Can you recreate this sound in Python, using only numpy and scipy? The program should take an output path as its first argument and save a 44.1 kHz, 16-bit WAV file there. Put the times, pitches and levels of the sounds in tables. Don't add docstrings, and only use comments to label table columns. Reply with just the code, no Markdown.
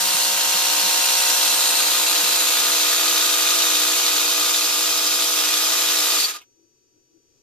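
import sys
import numpy as np
from scipy import signal
from scipy.fft import rfft, irfft, next_fast_len
from scipy.io import wavfile

SR = 44100
rng = np.random.default_rng(int(sys.argv[2]) if len(sys.argv) > 2 else 0)


def generate_wav(sig):
    pcm = np.round(np.clip(np.atleast_2d(sig).T, -1, 1) * 32767).astype(np.int16)
    wavfile.write(sys.argv[1], SR, pcm)


N = 327341
TIME = np.arange(N) / SR
SIZE = 2 * next_fast_len(N // 2 + SR // 4)
HZ = np.maximum(np.arange(SIZE // 2 + 1) * SR / SIZE, 1)


# time_s, level_db
PUMP_LEVEL = [(0.06, -21), (1.38, -19.5), (1.46, -19.5), (3.67, -20), (3.92, -20.5), (5.02, -21.5),
              (6.14, -20.5)]
# time_s, level_db
COASTING_LEVEL = [(6.19, 0), (6.24, 1), (6.272, -2.5), (6.305, -1), (6.328, -8), (6.345, -6), (6.362, -2),
                  (6.38, -12.5), (6.405, -19.5), (6.45, -32), (6.52, -70)]
FILL_S, FREE_TURNS_PER_S, SAG_TURNS_PER_S = 10.0, 62.22, 4.75
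SOFT_PRESSURE, FIRM_PRESSURE = 0.11, 0.28
CUT_S, COAST_S = 6.171, 0.27
LINES_FADE_S, RUMBLE_RETURN_S = 0.035, 0.15

PINION_TEETH, WHEEL_TEETH, TEETH_LOW_HZ = 10, 66, 700
# position_turns, level_db
KNOCK_POINTS = [(0.2, -4), (0.452, 0), (0.529, -19.5), (0.731, 4.5)]
KNOCK_DB, CHATTER_DB, RATTLE_DB, LINES_DB = -12.5, -10.5, 0.5, -0.12

# pitch_hz, level_db
CASE_COLOUR = [(120, -46.5), (220, -39), (300, -1.5), (600, -7), (1300, -4), (2100, -6), (2600, -2.5),
               (3000, -2), (3900, 1.5), (5400, -2), (7000, 0.5), (7800, -5), (11000, 1), (14500, -2)]
# pitch_hz, width_hz, soft_tire_db, full_tire_db
CASE_RESONANCES = [(397, 63, -10, 0.5), (718, 510, -1, -0.5), (945, 82, 1.5, 1), (1240, 120, 1, 3.5),
                   (1825, 390, 1.5, 2.5), (2011, 26, 6.5, 5.5), (2484, 120, 1.5, 5), (2730, 410, 2.5, 1),
                   (3510, 910, 0.5, 2.5), (4165, 190, 4.5, 0.5), (4660, 260, 2.5, 3.5), (4970, 130, 0.5, 2),
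                   (5520, 180, 0, 1.5), (6014, 80, 3, 8), (7210, 340, 1.5, 2.5), (8410, 540, 5, 4.5),
                   (9760, 2500, -4, -4)]
# pitch_hz, level_db
STEREO_WIDTH = [(200, -19.5), (380, -13.5), (700, -2), (1300, -1.5), (2400, -6), (4400, -4.5), (7000, 2.5),
                (9000, -0.5), (14000, -3)]
# pitch_hz, share (0 to 1)
WALL_SHARE = [(700, .03), (2000, .25), (4000, .35), (8000, .6)]
# start_s, end_s, pitch_hz, width_hz, level_db
RESONANCE_SPELLS = [(-.3, 1.56, 410, 110, -10), (-.3, 0.26, 8900, 405, 6), (-.3, 0.56, 4200, 199, -0.5),
                    (-.3, 1.58, 5670, 130, 7), (.55, 1.15, 2850, 129.5, 1), (.65, 1.3, 2530, 98, 3.5),
                    (.8, 1.9, 8570, 128.2, 5.5), (.8, 2.6, 8820, 90, 4.5), (1.0, 2, 6300, 60.5, 1.5),
                    (1.3, 2.5, 4020, 200, 1), (1.7, 3.2, 910, 70.5, 1.5), (2.7, 4.4, 5740, 89.7, 3.5),
                    (3.1, 5.8, 3750, 70, 1.5), (3.8, 6.2, 9400, 703, -2), (4.1, 5.4, 1830, 604, -2.5),
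                    (4.3, 7.9, 4940, 70, 4), (4.5, 6.2, 5580, 39.7, 8.5), (4.0, 5.6, 2380, 91.2, 0.5)]
SPELL_EDGE_S = 0.07

# multiple_of_crank_speed, soft_tire_db, full_tire_db
STROKE_HARMONICS = [(5, -53, -45.5), (6, -55, -47), (7, -71, -60), (8, -46, -45), (9, -45, -51),
                    (10, -59, -63), (11, -46, -43), (12, -43, -51), (13, -44, -47.5), (14, -50, -50),
                    (15, -37, -44.5), (16, -47, -49), (17, -43, -53), (18, -54, -50), (19, -56, -55),
                    (20, -51, -39), (21, -52, -44.5), (22, -46, -46), (23, -56, -56), (24, -51, -44.5),
                    (25, -45, -49), (26, -53, -53)]
# multiple_of_crank_speed, peak_s, length_s, level_db
GEAR_LINES = [(40, 1.9, 2.2, -45), (41, 5.3, 6, -41.5), (42, 5.3, 2.5, -45), (43, 2.6, 1.8, -43),
              (44, .7, 4, -39.5), (45, 5.4, 1.5, -42.5), (46, .8, 1.3, -45), (47, .4, 1.1, -41.5),
              (48, 3.3, 1.8, -45.5), (55, .8, 1.2, -42.5), (56, 5.2, 1.8, -43.5), (59, 3.5, 1.6, -43),
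              (61, 3.7, 1.2, -38), (63, 2, .9, -36), (64, 3.5, 6, -41), (65, 3, 3, -43.5),
              (67, 1.2, 5, -40), (68, .8, 1.6, -41.5), (69, .6, .9, -41.5), (76.8, 2, 1, -42.5),
              (82, 5.2, 1.2, -41.5), (82.4, 5, 1, -42.5), (85, 5.3, 1.3, -44.5), (91, .6, 1.5, -43.5),
              (92, 1.1, .9, -38.5), (94, 4.6, 1.8, -42.5), (99, 2.8, 1.2, -42.5), (99.8, 3.3, .9, -41),
              (136, 1.2, 1.3, -44.5)]
# peak_s, length_s, level_db
BASS_PATCHES = [(.05, 0.11, -52.5), (.15, 0.011, -46), (.325, 0.11, -56), (.555, 0.014, -46),
                (.7, 0.04, -58), (.855, 0.043, -48.5), (2.24, 0.016, -50)]
PATCH_PAN_DB = 14
FLICKER_DB, FLICKER_RATE = -52.5, 11
FLICKER_BAR_EARLY, FLICKER_BAR_LATE = 0.1, 2.9

# pitch_hz, level_db
ROOM_TONE_COLOUR = [(30, -29), (130, -34.5), (210, -12.5), (335, 0), (450, -3.5), (650, -19.5), (2250, -25),
                    (2500, -17.5), (3100, -20.5), (4050, -22), (4600, -13.5), (7400, -13.5), (8000, -28),
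                    (14500, -28)]
# pitch_hz, level_db
RUMBLE_COLOUR = [(20, -6), (45, -10), (75, -10), (130, 0.5), (190, -16.5), (300, -35), (1000, -63)]
# peak_s, length_s, level_db
HANDLING_BUMPS = [(6.615, 0.088, -65.5), (6.98, 0.062, -65), (7.16, 0.068, -62)]
# pitch_hz, level_db
HANDLING_COLOUR = [(100, -29), (230, -16), (330, 9), (480, -12), (900, -33), (4000, -50)]
ROOM_TONE_DB, RUMBLE_DB, RUMBLE_DIP_DB = -66.5, -77, 15
SWING_S, SWING_LENGTH_S, SWING_RUMBLE_DB, SWING_RUSTLE_DB = 7.36, 0.12, -77.5, -77.5

# peak_s, length_s, level_db
CUTOFF_SQUEALS = [(6.186, 0.0092, -27.5), (6.202, 0.009, -18), (6.228, 0.009, -26.5), (6.253, 0.014, -20.5)]
# pitch_hz, level_db
SQUEAL_TONE = [(200, -80), (2500, -49.5), (4100, -11), (4600, 6), (4900, -17.5), (5600, -16), (9000, -36.5)]
RING_S, RING_LENGTH_S, RING_DB, CHAMBER_HZ = 6.355, 0.02, -37.5, 1220
# time_s, level_db
GEAR_TICKS = [(6.412, -18.5), (6.418, -23.5)]
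# pitch_hz, level_db
TICK_TONE = [(200, -10.5), (900, -2), (1500, 2), (1950, -4), (2500, 7.5), (3500, 0.5), (4200, -9),
             (10000, -13.5), (13000, -7.5)]
CUTOFF_HZ = 14600


def from_db(db):
    return np.exp(np.asarray(db) * (np.log(10) / 20))


def rms_one(x):
    return x / np.sqrt(np.mean(x ** 2) + 1e-20)


def level_over_time(rows):
    seconds, db = np.transpose(rows)
    return np.interp(TIME, seconds, db)


def spectrum(points):
    hz, db = np.transpose(points)
    return np.interp(np.log(HZ), np.log(hz), db)


def colour(x, db):
    cepstrum = irfft(np.log(from_db(db)))
    cepstrum[1:SIZE // 2] *= 2
    cepstrum[SIZE // 2 + 1:] = 0
    response = np.exp(rfft(cepstrum))
    return irfft(rfft(x, SIZE) * response)[..., :N]


def filtered(x, order, hz, kind):
    return signal.sosfilt(signal.butter(order, hz, kind, fs=SR, output="sos"), x)


def resonance(x, hz, width):
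    return signal.lfilter(*signal.iirpeak(hz, hz / width, fs=SR), x)


def drift(rate):
    r = np.exp(-200 * np.pi * rate / SR)
    noise = rng.standard_normal(N // 100 + 1002)
    slow = signal.lfilter([1], [1, -2 * r, r * r], noise)[1000:]
    return np.interp(np.arange(N) / 100, np.arange(len(slow)), rms_one(slow))


def clicks(seconds, sizes):
    at = np.round(np.asarray(seconds) * SR).astype(int)
    return np.bincount(np.clip(at, 0, N), sizes, N + 1)[:N]


def swells(rows):
    return sum(from_db(db) * np.exp(-2 * ((TIME - s) / length) ** 2) for s, length, db in rows)


def scatter(x, t60):
    t = TIME[:SR // 2]
    echoes = rng.standard_normal(len(t)) * from_db(-60 * t / t60)
    return signal.fftconvolve(x, echoes / np.linalg.norm(echoes))[:N]


def load(turns, opens_at, lasts):
    return np.exp(-((turns - opens_at) % 1) / lasts)


def fade(seconds):
    return np.exp(-(np.maximum(TIME - CUT_S, 0) / seconds) ** 2)


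def crank_speed(pressure, easing=1.4):
    coasting = 1 - np.clip((TIME - CUT_S) / COAST_S, 0, 1) ** easing
    return (FREE_TURNS_PER_S - SAG_TURNS_PER_S * pressure) * coasting


def gear_rattle(turns, tooth_db=3.6, chance_db=2.0, turn_db=.4, play=.3, slip=.015,
                wobble=.15, surge=.07, worn_share=.2, thrust=.1):
    pairs = np.lcm(PINION_TEETH, WHEEL_TEETH)
    error, offset, flank = rng.standard_normal((3, pairs))
    tooth = np.arange(pairs * 80)
    strength, late, turn_strength = rng.standard_normal((3, len(tooth)))
    turn, on_wheel = np.divmod(tooth, WHEEL_TEETH)
    worn = rng.random(WHEEL_TEETH) < worn_share
    pair = np.where(worn[on_wheel], on_wheel, tooth % pairs)

    meets_at = (tooth + play * offset[pair] + slip * late) / WHEEL_TEETH
    when = np.interp(meets_at, turns, TIME, right=N)
    hit_db = tooth_db * np.clip(error[pair], -2, 2) + chance_db * strength + turn_db * turn_strength[turn]
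    sizes = from_db(hit_db) * np.sign(flank[pair])
    eccentric = 1 + wobble * np.cos(2 * np.pi * tooth / PINION_TEETH)
    cycle = 2 * np.pi * tooth / pairs
    tight = 1 + surge * (np.cos(cycle) + np.sin(2 * cycle))
    pushing = 1 + thrust * load(tooth / WHEEL_TEETH, opens_at=0.63, lasts=0.22)
    clatter = rms_one(clicks(when, sizes * eccentric * tight * pushing))
    return filtered(clatter, 2, TEETH_LOW_HZ, "high")


def piston_knocks(turns, chance_db=1.2, looseness=.004, dull_hz=3800, ring_t60=.008):
    turn = np.arange(400)
    out = 0
    for part, db in KNOCK_POINTS:
        strength, late = rng.standard_normal((2, len(turn)))
        when = np.interp(turn + part + looseness * late, turns, TIME, right=N)
        hits = clicks(when, from_db(db + chance_db * strength))
        out = out + hits + 0.43 * scatter(hits, ring_t60)
    return rms_one(filtered(out, 3, [1750, dull_hz], "band"))


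def valve_snaps(turns, chance_db=5.0, looseness=0.0065):
    turn = np.arange(400)
    strength, late = rng.standard_normal((2, len(turn)))
    when = np.interp(turn + .49 + looseness * late, turns, TIME, right=N)
    ticks = clicks(when, from_db(chance_db * np.clip(strength, -2, 1)))
    return rms_one(filtered(ticks, 2, 3000, "high"))


def rod_chatter(turns, chance_db=1.8, looseness=.04, attack_s=.0007, decay_s=.0022):
    stroke = np.arange(800)
    strength, late = rng.standard_normal((2, len(stroke)))
    when = np.interp(stroke / 2 + 0.445 + looseness * late, turns, TIME, right=N)
    hit_db = chance_db * np.clip(strength, -3, 1) - 4 * (stroke % 2)
    hits = clicks(when, from_db(hit_db))
    poles = np.exp(-1 / (SR * np.array([attack_s, decay_s])))
    burst = signal.lfilter([1], np.poly(poles), hits + 1e-18)
    return rms_one(filtered(burst * rng.standard_normal(N), 2, [2700, 5600], "band"))


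def valve_air(turns, puff=.7, intake=.58):
    outlet = puff * load(turns, opens_at=0.34, lasts=0.16)
    inlet = intake * load(turns, opens_at=0.76, lasts=0.092)
    vents = rng.standard_normal((2, N)) + 0.87 * rng.standard_normal(N)
    hiss_colour = spectrum([(300, 3.5), (1500, 7.0), (4000, 2), (7000, 7.0), (11000, 3.5)])
    return rms_one(colour(vents * (1 + outlet + inlet), hiss_colour))


def soften(force, speed, dull_hz=1800, steepness=1.3):
    bright = np.minimum(speed / np.interp(CUT_S, TIME, speed), 1) ** steepness
    dull = signal.lfilter(*signal.butter(1, dull_hz, fs=SR), force)
    return bright * force + (1 - bright) * dull


def case(force, firmness, flutter_db=.7, flutter_rate=22):
    broad = spectrum(CASE_COLOUR)
    out = colour(force, broad) / np.sqrt(np.mean(from_db(broad) ** 2))
    for hz, width, soft_db, full_db in CASE_RESONANCES:
        ring = resonance(out, hz, width)
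        gain = from_db(soft_db + firmness * (full_db - soft_db) + flutter_db * drift(flutter_rate))
        out = out + (gain - 1) * ring
    return from_db(-2.5) * out


def room(x, wet_db=-5, t60=0.048, wall_s=.004, port_ripple_hz=260, lead=0.88):
    mid = x.mean(axis=0)
    chance = np.interp(HZ / port_ripple_hz, np.arange(400), rng.standard_normal(400))
    step = np.tanh(3 * (chance + lead * (HZ < 6000)))
    share = spectrum(WALL_SHARE)
    direct = 1j * step * rfft(mid, SIZE)
    diffuse = rfft(scatter(mid, .13), SIZE)
    blend = np.sqrt(1 - share) * direct + np.sqrt(share) * diffuse
    side = irfft(from_db(spectrum(STEREO_WIDTH)) * blend)[:N]
    late = np.interp(TIME - wall_s, TIME, mid, left=0)
    tail = np.array([scatter(late, t60), scatter(late, t60)])
    return x + side * np.array([[1], [-1]]) + from_db(wet_db) * tail


def spells(x):
    for start, end, hz, width, db in RESONANCE_SPELLS:
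        corners = [start - SPELL_EDGE_S, start + SPELL_EDGE_S, end - SPELL_EDGE_S, end + SPELL_EDGE_S]
        on = np.interp(TIME, corners, [0, 1, 1, 0])
        x = x + (from_db(db) - 1) * on * resonance(x, hz, width)
    return x


def crank_line(order, turns, db, spread_hz, port_hz=2400):
    lag, across = rng.standard_normal(2)
    hz = order * FREE_TURNS_PER_S
    cycles = order * (turns - .45) % 1
    phase = (2 * np.pi * cycles + lag * (spread_hz / hz) ** 2).astype(np.float32)
    side = np.sign(across) * min(hz / port_hz, .8) * np.sin(phase)
    return np.sqrt(2) * from_db(db) * (np.cos(phase) + np.array([side, -side]))


def drone(turns, firmness, waver_db=.7, rough_db_per_order=.06):
    out = 0
    for order, soft_db, full_db in STROKE_HARMONICS:
        waver = max(waver_db, rough_db_per_order * order) * drift(16)
        db = soft_db + firmness * (full_db - soft_db) + waver
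        out = out + crank_line(order, turns, db, spread_hz=1050)
    return out


def whine(turns, waver_db=2.2, waver_rate=17, throb_db=3.0):
    throb = from_db(throb_db * np.sin(2 * np.pi * turns * 2 / 5))
    out = 0
    for order, peak_s, length_s, db in GEAR_LINES:
        line = crank_line(order, turns, waver_db * drift(waver_rate), spread_hz=9220)
        out = out + swells([(peak_s, length_s, db)]) * line
    return throb * out


def bass_edge(turns, progress, snap=2.6, waver=.6):
    def harmonic(order):
        return np.sqrt(2) * np.sin(2 * np.pi * order * turns + waver * drift(10))
    third, fourth = harmonic(3), harmonic(4)
    bar = FLICKER_BAR_EARLY + (FLICKER_BAR_LATE - FLICKER_BAR_EARLY) * progress ** 14
    on = .5 + .5 * np.tanh(snap * (drift(FLICKER_RATE) - bar))
    flicker = from_db(FLICKER_DB) * on * fade(LINES_FADE_S) * fourth
    pan = from_db(PATCH_PAN_DB * np.array([[.5], [-.5]]))
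    return flicker + swells(BASS_PATCHES) * third * pan


def background():
    def wide_noise(points):
        common, own = rng.standard_normal(N), rng.standard_normal((2, N))
        return rms_one(colour(common + 1.5 * own, spectrum(points))) * from_db([[2.5], [-3]])
    hiss = from_db(ROOM_TONE_DB) + swells([(SWING_S, SWING_LENGTH_S, SWING_RUSTLE_DB)])
    rumble = from_db(RUMBLE_DB - RUMBLE_DIP_DB * fade(RUMBLE_RETURN_S))
    rumble = rumble + swells([(SWING_S, SWING_LENGTH_S, SWING_RUMBLE_DB)])
    bumps = swells(HANDLING_BUMPS) * wide_noise(HANDLING_COLOUR)
    return hiss * wide_noise(ROOM_TONE_COLOUR) + rumble * wide_noise(RUMBLE_COLOUR) + bumps


def run_down():
    squeal = swells(CUTOFF_SQUEALS) * rms_one(colour(rng.standard_normal(N), spectrum(SQUEAL_TONE)))
    tone = np.sin(2 * np.pi * CHAMBER_HZ * TIME + drift(30))
    ring = swells([(RING_S, RING_LENGTH_S, RING_DB)]) * tone
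    when, db = np.transpose(GEAR_TICKS)
    ticks = colour(scatter(clicks(when, from_db(db)), t60=0.085), spectrum(TICK_TONE))
    return squeal + ring + ticks


def scene():
    pressure = 1 - np.exp(-TIME / FILL_S)
    firmness = np.clip((pressure - SOFT_PRESSURE) / (FIRM_PRESSURE - SOFT_PRESSURE), 0, 1)
    speed = crank_speed(pressure)
    turns = np.cumsum(speed * (1 + .0006 * drift(6))) / SR
    pump_db = level_over_time(PUMP_LEVEL)

    air = valve_air(turns) * np.sqrt(speed / FREE_TURNS_PER_S)
    contacts = from_db(-4.0) * (gear_rattle(turns) + from_db(KNOCK_DB) * piston_knocks(turns))
    contacts = contacts + from_db(-21) * valve_snaps(turns)
    parts = contacts + from_db(CHATTER_DB) * rod_chatter(turns) + from_db(-1.0) * air
    force = from_db(pump_db + RATTLE_DB + level_over_time(COASTING_LEVEL)) * parts
    rattle = spells(room(case(soften(force, speed), firmness) + run_down()))

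    effort = from_db(pump_db - np.median(pump_db) + LINES_DB) * fade(LINES_FADE_S)
    lines = drone(turns, firmness) + from_db(-1.5) * whine(turns)
    bass = bass_edge(turns, progress=firmness)
    return rattle + effort * lines + bass + background()


def record(dry):
    return signal.sosfilt(signal.ellip(12, .1, 80, CUTOFF_HZ, fs=SR, output="sos"), dry)


dry = scene()
out = record(dry)
generate_wav(out)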